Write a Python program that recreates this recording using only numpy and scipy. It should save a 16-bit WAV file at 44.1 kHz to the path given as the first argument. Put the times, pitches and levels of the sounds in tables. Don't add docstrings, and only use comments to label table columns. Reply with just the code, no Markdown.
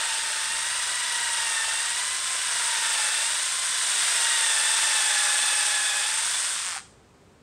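import sys
import numpy as np
from scipy import signal
from scipy.fft import rfft, irfft, next_fast_len
from scipy.io import wavfile
from scipy.ndimage import uniform_filter1d, map_coordinates

SR = 44100
rng = np.random.default_rng(int(sys.argv[2]) if len(sys.argv) > 2 else 0)


def elevation(decibels):
    levels = np.asarray(decibels, float)
    return 10 ** (levels / 20)


def inscribe(sig):
    pcm = np.round(np.clip(np.atleast_2d(sig).T, -1, 1) * 32767)
    wavfile.write(sys.argv[1], SR, pcm.astype(np.int16))


N = 327222
TIME = np.arange(N) / SR
BRAKE_S, STOP_S, POP_S = 6.649, 6.768, 6.756


def unit(x):
    return x / np.sqrt(np.mean(x ** 2) + 1e-20)


def along(points, hz):
    f, v = np.transpose(points)
    return np.interp(np.log(hz + 1), np.log(f + 1), v)


def curves(rows):
    s, *columns = np.transpose(rows)
    return [np.interp(TIME, s, column) for column in columns]


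def wobble(rate):
    knots = rng.standard_normal(int(N * rate / SR) + 4)
    return map_coordinates(knots, [TIME * rate])


def filtered(x, response):
    m = next_fast_len(N + SR // 2)
    return irfft(rfft(x, m) * response(np.fft.rfftfreq(m, 1 / SR)), m)[:N]


def rush(spectrum, patchy_db):
    z = signal.stft(rng.standard_normal(N + 512), nperseg=512)[2]
    across_hz = uniform_filter1d(rng.standard_normal(z.shape), 6, 0)
    patches = unit(uniform_filter1d(across_hz, 10, 1))
    noise = signal.istft(z * elevation(patchy_db * patches), nperseg=512)[1][:N]
    return unit(filtered(noise, lambda hz: elevation(along(spectrum, hz))))


# (time [s], spindle speed [Hz], gear mesh [dB], ball pressure [dB], mesh sharpness [dB])
TRAVEL = [(0, 23.16, -2, 0.5, -2), (0.331, 22.46, -2, -0.5, -2.5), (.86, 24.05, -2, -1, -1),
          (1.28, 23.78, 0, -0.5, 1), (1.62, 22.29, 1, -0.5, 0), (2.23, 25.04, -5, -2.5, -3),
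          (2.68, 23.41, -1, 0, -5), (3.05, 21.87, -1, 0.5, 2.5), (3.57, 25.42, -8.5, -3, -1),
          (4.1, 23.63, -6, 0.5, 2), (4.32, 23.43, 0.5, 0, 1), (4.6, 21.9, 1, 0.5, -1),
          (4.78, 22.18, -1, 0.5, 0), (5.2, 21.09, 2, 0.5, -1), (5.5, 21.37, 0, 0, 0),
          (5.96, 20.87, 0, -1.5, 1), (6.36, 24.09, -11.5, -2, -5.5), (6.771, 25.7, -25, -5.5, -3)]


def spindle():
    s, hz = np.transpose(TRAVEL)[:2]
    place = np.interp(TIME, s, np.arange(len(s)))
    eased = np.floor(place) + np.sin(np.pi / 2 * (place % 1)) ** 2
    return np.interp(eased, np.arange(len(s)), hz)


def running(fall_s):
    return np.exp(-np.maximum(TIME - STOP_S, 0) / fall_s)


USUAL_HZ = 23
# (time [s], level [dB])
CLOSENESS = [(0, -0.5), (2.2, 1.5), (3, 2), (4, 3.5), (5.2, 3.5), (6, 3), (6.77, 3)]


def law(rule, drive_db):
    db, share, per_hz, near = rule
    sag_hz = USUAL_HZ - spindle()
    return db + share * drive_db + per_hz * sag_hz + near * curves(CLOSENESS)[0]


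# (lowest order [per turn], level of each [dB])
MESH_CLUSTERS = [
    (39, [-2.5, -8, -12, -8]),
    (79, [-13, -10, -.5, -11]),
    (119, [-13, -9, -1, -11]),
]
# (level [dB], share of mesh dB [ratio], sag [dB per Hz], share of nearness [ratio])
MESH_LAWS = [(-43, 0.8, -0.06, 0.058), (-39.5, 1.38, 0.35, 0.31), (-43, 0.7, -0.5, 0.71)]
SHARPNESS_SHARES = [-0.32, .05, 1]
SIDEBAND_LEAN = [1.5, .1, -1]
# (order [per turn], level under the third cluster [dB])
FOURTH_CLUSTER = [(156, -12), (158, -10), (160, -9), (161, -9), (163, -10), (165, -12)]
# (order [per turn], level under the second cluster [dB])
STRAY_ORDERS = [(49, -19), (56, -16), (63, -17), (87, -14)]


def whine(turns):
    mesh_db, _, sharp_db = curves(TRAVEL)[1:]
    levels = [law(rule, mesh_db) + share * sharp_db for rule, share in zip(MESH_LAWS, SHARPNESS_SHARES)]
    faster_hz = np.maximum(spindle() - USUAL_HZ, 0)
    shake = 0.3 * wobble(30)

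    def tone(order, level, db):
        drift_db = np.minimum(0.8 - 0.25 * db, 2.5) * wobble(5) + 1.2 * wobble(25)
        phase = 2 * np.pi * order * turns + order / 40 * shake + 3 * rng.standard_normal()
        return elevation(level + db + 3 + drift_db) * np.sin(phase)

    sound = np.zeros(N)
    for level, lean_db, (lowest, dbs) in zip(levels, SIDEBAND_LEAN, MESH_CLUSTERS):
        for k, db in enumerate(dbs):
            sound += tone(lowest + k, level + lean_db * faster_hz * (k - 1), db)
    for order, db in FOURTH_CLUSTER:
        sound += tone(order, levels[2], db)
    for order, db in STRAY_ORDERS:
        sound += tone(order, levels[1], db)
    return sound


# (centre [Hz], width [Hz], level
# [dB])
CASING_MODES = [(1370, 1240, -0.5), (3420, 300, -2), (5150, 2800, -3), (8860, 1240, 2.5)]


def casing(blows):
    def response(f):
        total = 0
        for k, (centre, width, db) in enumerate(CASING_MODES):
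            damping = 1j * f * width
            total = total + (-1) ** k * elevation(db) * damping / (centre ** 2 - f ** 2 + damping)
        return total
    return filtered(blows, response)


def chatter(blows, push):
    fade = np.exp(-np.arange(200) / 32)
    blunt = signal.fftconvolve(push * np.sqrt(blows), np.hanning(13))[:N]
    ticks = blunt + signal.fftconvolve(blows, fade)[:N] * rng.standard_normal(N)
    return filtered(casing(ticks), lambda hz: (1j * hz / (600 + 1j * hz)) ** 3)


def rattle(turns, level_db):
    at = np.flatnonzero(np.diff(np.floor(7 * turns)))
    late, strength = rng.standard_normal((2, len(at)))
    at = at + np.round(34 * late).astype(int)
    blows = np.zeros(N)
    blows[np.clip(at, 0, N - 1)] = elevation(1.8 * strength)
    return elevation(level_db - 1.5) * unit(chatter(blows, push=1.0)) * (TIME < BRAKE_S)


# (level [dB], share of pressure dB [ratio], sag [dB per Hz], share of nearness [ratio])
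TUBE_BOOM_LAW = (-50.5, 1.5, 0.35, .5)
BALL_SCRAPE_LAW = (-29.5, 1.29, -0.01, 0.71)
TUBE_RING_LAW = (-44.5, .3, 0.6, 2.5)
MOTOR_HISS_LAW = (-32.5, 0.88, 0.07, 1.38)
BACKLASH_LAW = (-39.5, -1, 0, 0.33)
EXIT_FADES = [47, 13.6, 65, 31, 5]


def efforts():
    press_db = curves(TRAVEL)[2]
    leaving_s = np.maximum(TIME - 6.51, 0)
    rules = (TUBE_BOOM_LAW, BALL_SCRAPE_LAW, TUBE_RING_LAW, MOTOR_HISS_LAW, BACKLASH_LAW)
    return [law(rule, press_db) - fade * leaving_s for rule, fade in zip(rules, EXIT_FADES)]


# (frequency [Hz], level [dB per Hz])
BOOM_SPECTRUM = [(200, -37), (315, -15), (345, -6), (380, -14), (480, -5.5), (600, -0.5), (750, -1.5),
                 (900, -3.5), (1200, -11), (2500, -49)]
# (frequency [Hz], level [dB per Hz])
SCRAPE_SPECTRUM = [(500, -36), (900, -9.5), (1200, -5.5), (1600, 1), (2200, -3.5), (3000, -3), (3600, -2),
                   (4200, -4.5), (4800, -5), (6000, -7), (9000, -30)]
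# (frequency [Hz], level [dB per Hz])
RING_SPECTRUM = [(2600, -31), (3200, -16), (3450, 3), (3650, -1.5), (3900, -9.5), (5000, -49)]
# (frequency [Hz], level [dB per Hz])
HISS_SPECTRUM = [(2650, -42), (4500, -18), (4760, -7.5), (5800, -9.5), (7140, -6), (8660, 3), (9070, -0.5),
                 (10400, -17), (13400, -31.5), (15600, -57)]


def hone(turns):
    boom_db, scrape_db, ring_db, hiss_db, rattle_db = efforts()
    throb = np.sin(2 * np.pi * turns)

    def gritty(noise):
        return unit(elevation(0.91 * wobble(300)) * noise)

    boom = elevation(boom_db + 2.6 * throb) * rush(BOOM_SPECTRUM, patchy_db=1.0)
    scrape = elevation(scrape_db - 2.5 + 0.39 * throb) * gritty(rush(SCRAPE_SPECTRUM, patchy_db=0.48))
    ring = elevation(ring_db - 2.0 + 0.6 * throb) * rush(RING_SPECTRUM, patchy_db=2.0)
    hiss = elevation(hiss_db + 0.42 + 0.47 * throb) * gritty(rush(HISS_SPECTRUM, patchy_db=0.86))
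    return boom + scrape + ring + hiss + rattle(turns, rattle_db)


# (frequency [Hz], t60 [s])
ROOM_DECAY = [(300, 0.37), (2000, 0.4), (8000, 0.48), (14000, 0.22)]


def shop(x):
    hz, t, z = signal.stft(rng.standard_normal(SR // 2), SR, nperseg=256)
    decay_db = -60 * t / along(ROOM_DECAY, hz)[:, None]
    tail = signal.istft(z * elevation(decay_db), SR, nperseg=256)[1]
    delayed = np.pad(x, (300, 0))
    return signal.fftconvolve(delayed, tail / np.linalg.norm(tail))[:N]


# (frequency [Hz], level [dB per Hz])
HUM_SPECTRUM = [(30, -10), (53, -5), (120, -4.5), (145, -7.5), (185, -5), (300, -11), (400, -9.5),
                (700, -16.5), (1300, -19.5), (2500, -26), (6000, -31.5), (8500, -30), (10500, -44),
                (15700, -50)]


def hum(loud):
    power = signal.lfilter([1 / 900], [1, 1 / 900 - 1], loud ** 2, zi=[0.002])[0]
    duck_db = 0.67 * np.maximum(10 * np.log10(power + 1e-9) + 36, 0)
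    duck_db = uniform_filter1d(duck_db, size=2600, origin=1250)
    swell_db = 0.6 * wobble(9)
    return elevation(-55.0 - duck_db + swell_db) * rush(HUM_SPECTRUM, patchy_db=0.5)


# (time [s], level [dB])
HANDLING_LEVEL = [(0, -64), (2.1, -64), (2.7, -76), (4, -85), (6.4, -77)]
# (frequency [Hz], level [dB per Hz])
RUMBLE_SPECTRUM = [(15, -46), (35, -11.5), (55, 3), (80, -10), (130, -21), (300, -63.5)]


def handling():
    level_db = curves(HANDLING_LEVEL)[0] - 1.0 + 3 * wobble(9.4)
    return elevation(level_db) * rush(RUMBLE_SPECTRUM, patchy_db=-1.0)


def brake_ticks():
    k = np.arange(26)
    when_s = BRAKE_S + 0.00538 * k + 9e-7 * k ** 3 + 1e-19 * k ** 12.
    uneven_db = 1.8 * rng.standard_normal(len(k))
    dying_db = 5 * np.maximum(k - 22, 0)
    blows = np.zeros(N)
    blows[np.round(when_s * SR).astype(int)] = elevation(-26.5 + uneven_db - dying_db + 7)
    return chatter(blows, push=0.42)


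# (first pitch [Hz], last pitch [Hz], level [dB], t60 [s])
TUBE_POP = (870, 680, -34, .045)


def tube_pop():
    first_hz, last_hz, db, t60 = TUBE_POP
    age = np.maximum(TIME - POP_S, 0)
    hz = last_hz + (first_hz - last_hz) * np.exp(-age / 0.02)
    swell = np.minimum(age / 0.01, 1) ** 2
    return elevation(db + 12 - 60 * age / t60) * swell * np.sin(2 * np.pi * np.cumsum(hz) / SR)


def scene():
    turns = np.cumsum(spindle()) / SR
    drill = running(fall_s=0.025) * (whine(turns) + hone(turns)) + brake_ticks() + tube_pop()
    heard = elevation(0.91) * drill + elevation(-12) * shop(drill)
    return np.tile(heard + hum(heard) + handling(), (2, 1))


def roll_off(x):
    return signal.sosfilt(signal.butter(12, 15720, fs=SR, output="sos"), x)


def record(dry):
    def response(hz):
        return (hz < 15720) * hz ** 4 / (hz ** 4 + 42 ** 4)
    mix = np.array([filtered(side, response) for side in dry])
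    return roll_off(mix)


dry = scene()
out = record(dry)
inscribe(out)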